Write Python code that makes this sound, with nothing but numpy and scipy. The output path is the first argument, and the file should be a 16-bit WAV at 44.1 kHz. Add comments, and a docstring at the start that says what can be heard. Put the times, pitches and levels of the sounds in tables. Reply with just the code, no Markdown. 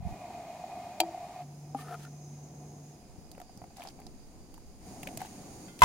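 """Lakeside camp, heard from five spots in turn. A gas stove roars, hisses and, at one spot, hums.
Simmer bubbles ring a mess tin; a spork taps its rim. A cleaver knocks and scrapes a ringing board.
Fruit pieces plop into the water, jolting the air column above it and throwing spray.
A second, empty tin lands with a clang and low thuds. Behind: two choruses of clicking insects, wind."""
import sys
import numpy as np
from scipy import signal
from scipy.fft import rfft, irfft
from scipy.io import wavfile
from scipy.ndimage import uniform_filter1d

SR = 44100
rng = np.random.default_rng(int(sys.argv[2]) if len(sys.argv) > 2 else 0)


def pcm_store(signal):
    """Save signal as 16-bit PCM."""
    levels = np.round(np.clip(np.atleast_2d(signal), -1, 1) * 32767)
    wavfile.write(sys.argv[1], SR, levels.astype(np.int16).T)


N = 257544
T = np.arange(N) / SR

# Listening spots: start_s, fade_s, roar_db, roar_db_per_s, simmer_db, simmer_db_per_s, fizz_db, hiss_db,
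# whistle_db, low_insects_db, high_insects_db, wind_db, low_insects_hz, high_insects_hz
LISTENING_SPOTS = [(0, .01, -49.5, -2, -45.5, -0.3, -62, -68.5, -75, -77.5, -72, -92, 4570, 6715),
                   (1.42, 0.0311, -51, 1.3, -61.5, -1.7, -72, -67.5, -86, -76, -66, -84, 4980, 6500),
                   (2.93, 0.0995, -52, -1.1, -65, -5, -72, -69, -76.5, -73, -75.5, -59, 4845, 6590),
                   (4.79, 0.0896, -47, 1.3, -55, -8.5, -65, -61, -64.5, -68, -63, -63.5, 4670, 6586),
                   (5.68, 0.043, -51, 4, -67, -3, -69.5, -62, -70, -73, -73, -64, 4660, 6570)]
# Flame spectrum: freq_hz, density_db
FLAME_SPECTRUM = [(25, -45), (55, -3), (90, -1), (180, 4), (320, 0.5), (500, -7.5), (850, -11),
                  (1200, -21.5), (2500, -42)]
# Gas jet spectrum: freq_hz, density_db
JET_SPECTRUM = [(3000, -17.5), (5500, -3), (7000, 1), (7900, -10.5), (9000, -5), (10000, -6.5), (11400, -7),
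                (12200, -15), (15500, -11.5)]
# Steam spectrum: freq_hz, density_db
STEAM_SPECTRUM = [(700, -3), (1200, -4), (1700, -5), (2400, -3), (3500, -9), (3900, -6.5), (4950, -9),
                  (5400, -8), (6000, -12.5), (7200, -9.5), (8000, -15), (12000, -19)]
# Left-right likeness of the stove noise: freq_hz, correlation
STOVE_CORRELATION = [(60, 0.97), (130, 0.99), (290, 0.97), (640, 0.54), (1410, 0.24), (3100, 0), (6820, 0),
                     (15000, 0.0)]
# Air column and walls of the simmering tin: pitch_hz, width_hz, level_db
SIMMER_MODES = [(634, 60, -5.5), (702, 22, 4.5), (747, 34, -4), (809, 51, -9.5), (902, 36, -11),
                (985, 25.5, -13.5), (1138, 150, -23), (1236, 82, -28.5), (1880, 160, -27), (2117, 41, -23),
                (2215, 60, -26), (2366, 46, -30), (2462, 34, -16)]
# Big bubbles: start_s, level_db
BUBBLES = [(0.049, -41.5), (0.3, -37.5), (0.495, -41), (0.638, -32), (0.866, -35.5), (1.085, -37),
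           (1.144, -34), (1.175, -36.5), (1.36, -39)]
# Full tin, struck: pitch_hz, level_db, t60_s
FULL_TIN_MODES = [(331, -18.5, 0.37), (349, -25, 0.15), (624, -14.5, 0.075), (743, 0.5, 0.033),
                  (930, -10.5, 0.035), (1260, -43, 0.15), (2090, -48, .06), (2380, -19.5, 0.068),
                  (2460, -46, 0.045), (2690, -27, .05), (3195, -12, 0.047), (3970, -5.5, 0.025),
                  (4280, -31, .06), (4650, -11.5, 0.069), (5500, -18, 0.038), (7150, -10, .04),
                  (9600, -34, .05), (11000, -30, .03)]
# Empty tin, struck: pitch_hz, level_db, t60_s
EMPTY_TIN_MODES = [(50.4, -26.5, 0.081), (148, -28.5, 0.041), (614, -39, 0.029), (735, -22, 0.068),
                   (940, -10.5, 0.16), (996, -0.5, 0.041), (1417, -23.5, 0.64), (1550, -16, 0.065),
                   (2066, -17, 0.45), (2565, -15.5, 0.08), (3200, -17.5, 0.28), (3550, -17, 0.2),
                   (5100, -18, .1), (5870, -10, 0.11), (7500, -39, 0.034), (9141, -34, .04)]
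# Cutting board: pitch_hz, level_db, t60_s
BOARD_MODES = [(268, -11, 0.13), (460, -18, 0.041), (798, 4, 0.068), (1230, -3.5, 0.059), (1420, 8, 0.029),
               (1730, -15, 0.02)]
# Cleaver blade: pitch_hz, level_db, t60_s
BLADE_MODES = [(1780, -5, 0.077), (4350, -14, 0.056), (9700, -20, 0.043), (10400, -18, .04),
               (11900, -22, .03)]
# Spork on the rim, two soft bounces: start_s, ring_db, tick_db, contact_s, pan_db (left minus right)
SPORK_TAPS = [(1.002, -15, -18.5, 0.000052, 1), (1.0115, -19, -40, 0.00018, 5.5),
              (1.034, -23, -64, 0.00033, 1)]
# Cleaver on the board: start_s, ring_db, tick_db, contact_s, pan_db
CLEAVER_KNOCKS = [(1.747, -21, -54, 0.00066, 2.3), (2.05, -55, -54, 0.00037, 2)]
# Empty tin landing: start_s, ring_db, tick_db, contact_s, pan_db
TIN_LANDINGS = [(5.79, -70, -49, .0001, 1), (5.806, -53, -52, 0.000079, 7), (5.819, 0, -27, 0.00021, 0),
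                (5.833, -4, -29, 0.000091, 2)]
# Blade along the board: start_s, length_s, judder_db, first_hz, last_hz, boom_db, hiss_db
BLADE_STROKES = [(1.769, 0.1854, -52, 1180, 1402, -39, -60), (1.99, 0.087, -59, 1330, 1434, -53, -67.5)]
# Blade catching on the grain: start_s, level_db, pitch_hz, t60_s
GRAIN_CATCHES = [(1.772, -58, 10450, .04), (1.788, -45, 1190, 0.04), (1.82, -61, 9550, .1),
                 (1.835, -57, 9520, 0.052), (1.871, -49, 1210, .05), (1.881, -47, 1270, .05),
                 (1.881, -49.5, 1760, .04), (1.918, -63, 10200, .06), (1.9242, -41, 1290, 0.046),
                 (1.9245, -50, 1730, .03), (1.943, -41.5, 1260, .06), (1.945, -56, 2400, .03),
                 (2.029, -59, 9640, .04), (2.05, -51, 1427, .04)]
# Board under the sliding blade: pitch_hz, level_db, t60_s
BOOM_MODES = [(444, -3, 0.03), (712, 0.5, 0.07)]
# Scraped dust: freq_hz, density_db
DUST_SPECTRUM = [(1500, -1), (2500, -1), (4000, -3.5), (6000, -7), (10000, -6), (15500, -12)]
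# Pieces and drops hitting water: start_s, air_db, air_hz, rise_s, t60_s, splash_db, splash_hz, spray_db
WATER_HITS = [(3.315, -54, 690, .002, .03, -53, 4850, -45.5),
              (3.349, -54, 720, .002, .03, -59, 2600, -62.5),
              (3.379, -40.5, 560, .0003, 0.016, -58, 2110, -57),
              (3.4, -42, 730, .002, 0.033, -51.5, 2040, -50),
              (3.415, -40.5, 702, 0.0013, 0.033, -57, 3200, -51),
              (3.494, -47.5, 714, 0.0027, 0.026, -70, 4880, -75),
              (3.574, -55, 783, .003, .03, -57, 5180, -52),
              (3.617, -41.5, 705, 0.0016, 0.031, -64, 2190, -65),
              (3.64, -40.5, 720, 0.0015, 0.026, -60, 2120, -59),
              (3.705, -51, 724, .002, 0.019, -76, 4910, -76),
              (3.769, -49, 754, .003, 0.033, -54.5, 4800, -49),
              (3.783, -42.5, 747, .002, .03, -64, 2860, -67),
              (3.796, -40, 681, 0.0028, 0.031, -56, 5490, -62),
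              (3.806, -39, 692, 0.00087, .03, -54, 3200, -65),
              (3.819, -45, 810, .001, 0.028, -45, 2420, -61),
              (3.828, -49, 1000, .001, .025, -47.5, 2500, -59),
              (3.836, -47, 660, .002, 0.027, -58, 3100, -44),
              (3.851, -38.5, 755, .0006, 0.028, -56, 2060, -63),
              (3.861, -43, 680, .002, .03, -57, 2600, -66),
              (3.872, -40, 773, 0.00085, 0.024, -45.5, 4830, -58),
              (3.886, -48, 750, .001, .03, -45.5, 4900, -56),
              (3.989, -46.5, 755, .002, .03, -63.5, 2360, -65),
              (4.0, -46.5, 795, .0008, .025, -64, 1600, -52), (4.017, -55, 778, .002, .03, -57, 2130, -68),
              (4.066, -47.5, 727, .004, 0.022, -47.5, 4900, -55),
              (4.541, -49, 800, .001, 0.015, -58, 2900, -49.5),
              (4.578, -48, 890, 0.00091, 0.019, -67, 1600, -58),
              (5.031, -47, 670, .002, 0.028, -38.5, 2330, -39),
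              (5.072, -40, 584, .003, 0.036, -33, 2000, -40.5),
              (5.087, -42.5, 740, 0.0018, 0.021, -47, 2480, -56),
              (5.173, -41, 657, .002, .035, -46, 2500, -32), (5.204, -39, 720, .002, 0.027, -44, 2170, -47),
              (5.216, -31, 744, .0008, .045, -44.5, 1700, -44),
              (5.249, -41.5, 810, 0.0018, 0.026, -54, 1400, -56),
              (5.257, -50, 800, .002, .02, -56, 2700, -50)]
# Fine drops running off the pieces: start_s, length_s, level_db
DRIBBLES = [(3.761, 0.15, -47.5), (5.188, 0.088, -43)]
# Low bumps (wind puffs, then two thuds of the empty tin landing): start_s, level_db, pan_db
LOW_BUMPS = [(0.001, -33, 7), (0.024, -32.5, 0), (0.051, -29, -9.0), (0.063, -31.5, -16),
             (0.068, -30.5, -17), (0.116, -37, -1), (0.122, -39, -12), (3.182, -43, 17.5),
             (3.572, -43, -4.5), (3.62, -46.5, -13), (5.82, -29, -12), (5.831, -23, 8)]
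# Low and high insect chorus: width_hz, pan_db, left_lead_s
CHORUSES = [(330, -16.5, .0008), (680, -5.5, 0.00014)]
# Wind spectrum: freq_hz, density_db
WIND_SPECTRUM = [(15, 3.5), (40, 1.5), (80, -1), (160, -52)]

FADE_IN_S, FADE_IN_DB = 0.094, -10.5
WHISTLE_HZ, WHISTLE_WIDTH_HZ = 8900, 980
HUM_START_S, HUM_END_S, HUM_FADE_S = 1.41, 2.97, 0.058
HUM_HZ, HUM_WAVER_HZ, HUM_DB, HUM_WAVER_DB, HUM_SINK_DB = 146, 1.2, -47.5, 0.8, -5
SIMMER_CLIMB_HZ_PER_S, SIMMER_WANDER_HZ = 25, 8  # climbs over the first spot only
BUBBLE_HZ, BUBBLE_RISE_S, BUBBLE_T60_S = 720, 0.0024, 0.051
JUDDER_SWELL_DB, BOOM_SWELL_DB, HISS_SINK_DB = 10.5, 20, 2  # per stroke
STROKE_EDGE_S, HISS_TAIL_S, HISS_BITE_DB, HISS_BITE_S = 0.021, 0.052, 9.5, 0.058
GULP_HZ, SLAP_HZ, SAG_S = 400, 1410, 0.0015
GULP_DB, CHURN_DB, SLAP_DB = -9, -12, -10.5  # relative to air_db
SPLASH_PAN_DB, SPLASH_PAN_DB_PER_OCTAVE = 0.5, -7.5  # from 2 kHz; bright splashes fall right
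SONG_WANDER_HZ, SWELL_S, SWELL_WIDTH_S, SWELL_DB, SWELL_HZ = 60, 2.2, 0.3, 4, -190
BUMP_S, GUST_END_S, GUST_DB = 0.0099, 0.14, -49
CEILING, TOP_HZ = 0.6, 15850


def stove(roar_db, fizz_db, hiss_db, whistle_db):
    """Turbulent flame, steam fizz, gas jet with a broad whistle."""
    correlation = on_log_hz(STOVE_CORRELATION)
    lean_right_db = np.array([[-1.5], [1.5]])
    roar = noise(FLAME_SPECTRUM, correlation) * undb(roar_db - 2.5 + 1.24 * walk(12))
    fizz = noise(STEAM_SPECTRUM, correlation) * undb(fizz_db + 4.5 + 0.5 * walk(13))
    hiss = noise(JET_SPECTRUM, correlation) * undb(hiss_db + 2.5 + 0.58 * walk(14) + lean_right_db)
    whistle = unit(steep_band(rng.standard_normal((2, N)), WHISTLE_HZ, WHISTLE_WIDTH_HZ))
    return roar + fizz + hiss + whistle * undb(whistle_db + 1.5 * walk(16))


def stove_hum():
    """Low stove hum at the second spot; wavers, sinks in level."""
    length_s = HUM_END_S - HUM_START_S
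    hz = HUM_HZ + HUM_WAVER_HZ * walk(8)
    db = HUM_DB + HUM_SINK_DB * ((T - HUM_START_S) / length_s) ** 4 + HUM_WAVER_DB * walk(11.65)
    tone = np.sqrt(2) * np.sin(2 * np.pi * np.cumsum(hz) / SR)
    return tone * undb(db) * gate(HUM_START_S, length_s, HUM_FADE_S)


def simmer(level_db):
    """Bubbles collapsing on the base ring the tin."""
    bubbles = grit(2500, 1.4) * undb(0.98 * walk(21.95))
    tin = sum((-1) ** k * undb(db) * steep_band(bubbles, hz, 1.5 * width_hz)
              for k, (hz, width_hz, db) in enumerate(SIMMER_MODES))
    climb_hz = SIMMER_CLIMB_HZ_PER_S * (np.minimum(T, LISTENING_SPOTS[1][0]) - 0.4)
    return glide(unit(tin), climb_hz + SIMMER_WANDER_HZ * walk(5)) * undb(level_db + 0.5)


def big_bubbles():
    """Single bubbles jolt the air column."""
    out = np.zeros((2, N))
    for start_s, db in BUBBLES:
        add(out, start_s, undb(db) * note(BUBBLE_HZ, BUBBLE_RISE_S, BUBBLE_T60_S, sag=0.076), 0)
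    return out


def blows(hits, modes, lead_s, tick_t60_s, tick_hz):
    """Each blow pushes all modes, neighbours in opposite phase, and adds a noisy tick."""
    out = np.zeros((2, N))
    # high modes radiate from scattered parts of the wall: a quarter cycle either way
    leads_s = [lead_s if hz < 1300 else rng.choice([-1, 1]) / (4 * hz) for hz, _, _ in modes]
    for start_s, ring_db, tick_db, contact_s, pan_db in hits:
        push = np.hanning(int(2 * contact_s * SR) + 3)
        push = np.pad(push / push.sum(), (0, SR // 2))
        for k, ((hz, db, t60_s), mode_lead_s) in enumerate(zip(modes, leads_s)):
            add(out, start_s, (-1) ** k * undb(ring_db + db) * ring(push, hz, t60_s), pan_db, mode_lead_s)
        bright_tick = burst(tick_t60_s, tick_hz, 1.8 * tick_hz, 0.0011)
        dull_tick = burst(1.06 * tick_t60_s, 0.39 * tick_hz, 0.35 * tick_hz, 0.0011)
        add(out, start_s, bright_tick * undb(tick_db + 6), pan_db + 2)
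        add(out, start_s, dull_tick * undb(tick_db + 4), pan_db)
    return out


def spork():
    """Spork bounces on the full tin's rim."""
    return blows(SPORK_TAPS, FULL_TIN_MODES, lead_s=0, tick_t60_s=0.015, tick_hz=7440)


def cleaver():
    """Cleaver knocks ring the board."""
    return blows(CLEAVER_KNOCKS, BOARD_MODES, lead_s=-0.000046, tick_t60_s=0.018, tick_hz=5900)


def empty_tin():
    """A slipping finger rings only the wall modes; the landing rings all."""
    finger_slip, wall_modes = (5.682, -40, -80, 0.0001, 0), EMPTY_TIN_MODES[6:12]
    slip = blows([finger_slip], wall_modes, lead_s=0.00028, tick_t60_s=0.02, tick_hz=4000)
    return slip + blows(TIN_LANDINGS, EMPTY_TIN_MODES, lead_s=0.0002, tick_t60_s=0.043, tick_hz=6800)


def scrape():
    """Stick-slip over the grain, biting deeper: board and blade ring, judder climbs, dust hisses."""
    judder_gain, boom_gain, hiss_gain, shift_hz = np.zeros((4, N))
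    for start_s, length_s, judder_db, first_hz, last_hz, boom_db, hiss_db in BLADE_STROKES:
        progress = np.clip((T - start_s) / length_s, 0, 1)
        contact = gate(start_s, length_s, STROKE_EDGE_S)
        judder_gain += contact * undb(judder_db - JUDDER_SWELL_DB * (1 - progress))
        boom_gain += contact * undb(boom_db - BOOM_SWELL_DB * (1 - progress))
        bite_db = HISS_BITE_DB * gate(start_s, HISS_BITE_S, STROKE_EDGE_S)
        dust_gate = gate(start_s, length_s + HISS_TAIL_S, 3.1 * STROKE_EDGE_S)
        hiss_gain += dust_gate * undb(hiss_db - HISS_SINK_DB * progress + bite_db)
        shift_hz = np.where(contact > 0, first_hz + (last_hz - first_hz) * progress - 1300, shift_hz)
    slips = grit(1500, 2.0)
    boom = unit(sum(undb(db) * ring(slips, hz, t60_s) for hz, db, t60_s in BOOM_MODES))
    judder = unit(glide(ring(slips, 1280, 0.037) - 0.5 * ring(slips, 1520, 0.018), shift_hz))
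    board = (boom * boom_gain * undb(-2.5) + judder * judder_gain) * undb([[1.8], [-1.8]])
    blade = sum(undb(db) * unit(ring(slips, hz, t60_s)) for hz, db, t60_s in BLADE_MODES)
    blade *= judder_gain ** 0.56 * hiss_gain ** 0.48
    dust = noise(DUST_SPECTRUM, 0.074) * hiss_gain * undb(2 * walk(39.4))
    out = board + blade + dust
    for start_s, db, hz, t60_s in GRAIN_CATCHES:
        add(out, start_s, undb(db) * note(hz, 0.0013, t60_s, sag=0), 2.5)
    return out


def plops():
    """Each piece jolts the air column, gulps, churns, slaps the surface and throws spray."""
    out = np.zeros((2, N))
    for hit, scatter in zip(WATER_HITS, rng.standard_normal(len(WATER_HITS))):
        start_s, air_db, air_hz, rise_s, t60_s, splash_db, splash_hz, spray_db = hit
        pan_db = SPLASH_PAN_DB + SPLASH_PAN_DB_PER_OCTAVE * np.log2(splash_hz / 2000) + 0.83 * scatter
        air = note(air_hz, rise_s, t60_s, sag=0.19) * undb(air_db)
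        gulp = burst(0.031, GULP_HZ, 0.7 * GULP_HZ, rise_s) * undb(air_db + GULP_DB)
        churn = burst(1.8 * t60_s, 1.1 * air_hz, 0.5 * air_hz, rise_s) * undb(air_db + CHURN_DB)
        slap = burst(0.023, SLAP_HZ, 0.71 * SLAP_HZ) * undb(air_db + SLAP_DB)
        splash = burst(0.024, splash_hz, 0.61 * splash_hz, 0.0012) * undb(splash_db + 2.5)
        click = ring(signal.unit_impulse(1024), splash_hz, 0.0071) * undb(splash_db + 4.5)
        spray = burst(0.017, 9900, 12000, 0.0012) * undb(spray_db + 5.5)
        add(out, start_s, air, 1.5, lead_s=-0.0001)
        add(out, start_s, gulp + churn, 0.5)
        add(out, start_s, slap, 1.5)
        add(out, start_s, splash, pan_db)
        add(out, start_s + 0.00088, click, pan_db)
        add(out, start_s, spray, SPLASH_PAN_DB + 1.5 * scatter)
    return out


def dribble():
    """Fine drops run off the pieces."""
    drops = unit(np.array([band(grit(5000, 2.0), 1800, 5500) for _ in range(2)]))
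    return drops * sum(undb(db - 11.5) * gate(start_s, length_s, 0.013) for start_s, length_s, db in DRIBBLES)


def low_bumps():
    """Wind puffs, then two thuds of the empty tin landing: one pressure swing each, own phase per side."""
    out = np.zeros((2, N))
    progress = np.linspace(0, 1, int(BUMP_S * SR))
    phases_rad = rng.uniform(-2.4, 1.0, (len(LOW_BUMPS), 2, 1))
    for (start_s, db, pan_db), phase_rad in zip(LOW_BUMPS, phases_rad):
        bump = np.sin(2 * np.pi * 1.07 * progress + phase_rad) * np.sin(np.pi * progress)
        add(out, start_s, bump * undb(db), pan_db)
    return out


def insects(low_db, high_db, low_hz, high_hz):
    """Clicks ring small bodies in two choruses; the high one swells once and sags in pitch."""
    out = np.zeros((2, N))
    swell = np.exp(-((T - SWELL_S) / SWELL_WIDTH_S) ** 2)
    songs = [(low_hz, low_db), (high_hz + SWELL_HZ * swell, high_db + SWELL_DB * swell)]
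    for (width_hz, pan_db, lead_s), (song_hz, db) in zip(CHORUSES, songs):
        nearest = grit(1400, 1.9)  # heard on both sides
        left = nearest + 2.06 * grit(3000, 1.6)
        right = np.roll(nearest, int(lead_s * SR)) + 0.86 * grit(3000, 0.91)
        centre_hz = song_hz.mean()
        bodies = steep_band(np.array([left, right]), centre_hz, width_hz)
        chorus = glide(bodies, song_hz - centre_hz + SONG_WANDER_HZ * walk(2.5))
        add(out, 0, unit(chorus) * undb(db + 1.4 * walk(24.75) + 1.4 * walk(2.38)), pan_db)
    return out


def wind(wind_db):
    """Low pressure swings with an opening gust."""
    gain = undb(wind_db) + undb(GUST_DB) * gate(-1, 1 + GUST_END_S, 0.05)
    return noise(WIND_SPECTRUM, -0.12) * gain * undb(4 + 1.9 * walk(5.9))


def spot_curves():
    """Levels and pitches per sample, faded between spots; roar and simmer drift within each."""
    ends_s = [spot[0] for spot in LISTENING_SPOTS[1:]] + [N / SR]
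    knots = []
    for spot, end_s in zip(LISTENING_SPOTS, ends_s):
        start_s, fade_s, roar_db, roar_db_per_s, simmer_db, simmer_db_per_s, *held = spot
        stay_s = end_s - start_s
        knots.append((start_s + fade_s, roar_db, simmer_db, *held))
        knots.append((end_s, roar_db + roar_db_per_s * stay_s, simmer_db + simmer_db_per_s * stay_s, *held))
    times_s, *columns = np.transpose(knots)
    return [np.interp(T, times_s, column) for column in columns]


def undb(db):
    return 10 ** (np.asarray(db) / 20)


def unit(x):
    return x / np.sqrt(np.mean(x ** 2))


def on_log_hz(points):
    """Table value at every FFT bin."""
    hz, value = np.transpose(points)
    return np.interp(np.log(np.arange(N // 2 + 1) * SR / N + 1), np.log(hz), value)


def noise(spectrum, correlation):
    """Shaped stereo noise, rms 1."""
    mid, side = rfft(rng.standard_normal((2, N)))
    pair = mid * np.sqrt(1 + correlation) + side * np.sqrt(1 - correlation) * np.array([[1], [-1]])
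    return unit(irfft(pair * undb(on_log_hz(spectrum)), N))


def grit(rate_hz, spread_db):
    """Random clicks, a few much bigger; rms 1."""
    clicks = (rng.random(N) < rate_hz / SR) * rng.choice([-1, 1], N)
    return unit(clicks * undb(spread_db * rng.exponential(size=N)))


def walk(rate_hz):
    """Smoothed random steps, rms 1."""
    hold = int(SR / rate_hz)
    steps = np.repeat(rng.standard_normal(N // hold + 1), hold)
    return unit(uniform_filter1d(uniform_filter1d(steps, hold), hold)[:N])


def burst(t60_s, hz, width_hz, rise_s=0.00062):
    """Decaying noise band, partly alike left and right."""
    t = np.arange(4096) / SR
    both, left, right = rng.standard_normal((3, 4096))
    pair = [unit(steep_band(both + 2.7 * own, hz, width_hz)) for own in (left, right)]
    return np.array(pair) * 10 ** (-3 * t / t60_s) * (1 - np.exp(-t / rise_s))


def note(hz, rise_s, t60_s, sag):
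    """Short tone; starts sharp by the fraction sag, settles, dies."""
    t = np.arange(6000) / SR
    cycles = hz * (t + sag * SAG_S * (1 - np.exp(-t / SAG_S)))
    envelope = (1 - np.exp(-t / rise_s)) * 10 ** (-3 * t / t60_s)
    return np.sin(2 * np.pi * cycles) * envelope / envelope.max()


def band(x, hz, width_hz):
    return signal.lfilter(*signal.iirpeak(min(hz, 0.45 * SR), hz / width_hz, SR), x)


def steep_band(x, hz, width_hz):
    return band(band(x, hz, width_hz), hz, width_hz)


def ring(x, hz, t60_s):
    """One decaying mode, no DC."""
    r, w = np.exp(-np.log(1000) / (t60_s * SR)), 2 * np.pi * hz / SR
    return signal.lfilter([np.cos(w / 2), -np.cos(w / 2)], [1, -2 * r * np.cos(w), r * r], x)


def glide(x, shift_hz):
    """Moving frequency shift."""
    return np.real(signal.hilbert(x) * np.exp(2j * np.pi * np.cumsum(shift_hz) / SR))


def gate(start_s, length_s, edge_s):
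    return np.clip(np.minimum(T - start_s, start_s + length_s - T) / edge_s + 0.5, 0, 1)


def add(out, start_s, x, pan_db, lead_s=0):
    """Mix in mono or stereo; right lags by lead_s."""
    for channel, sign in enumerate((1, -1)):
        i = int((start_s + channel * lead_s) * SR)
        own = np.atleast_2d(x)[-channel][:N - i]
        out[channel, i:i + len(own)] += own * undb(sign * pan_db / 2)


def scene():
    roar_db, simmer_db, fizz_db, hiss_db, whistle_db, low_db, high_db, wind_db, *songs_hz = spot_curves()
    camp = stove(roar_db, fizz_db, hiss_db, whistle_db) + simmer(simmer_db)
    camp += insects(low_db, high_db, *songs_hz)
    fade_in = undb(FADE_IN_DB * np.clip(1 - T / FADE_IN_S, 0, 1))
    steady = camp * fade_in + stove_hum() + wind(wind_db)
    hits = low_bumps() + spork() + cleaver() + empty_tin()
    return steady + hits + scrape() + plops() + big_bubbles() + dribble()


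def record(dry):
    """Soft peak limit, steep low-pass."""
    rounded = dry / (1 + np.abs(dry / CEILING) ** 4) ** (1 / 4)
    return signal.sosfilt(signal.ellip(10, 0.2, 80, TOP_HZ, fs=SR, output="sos"), rounded)


dry = scene()
out = record(dry)
pcm_store(out)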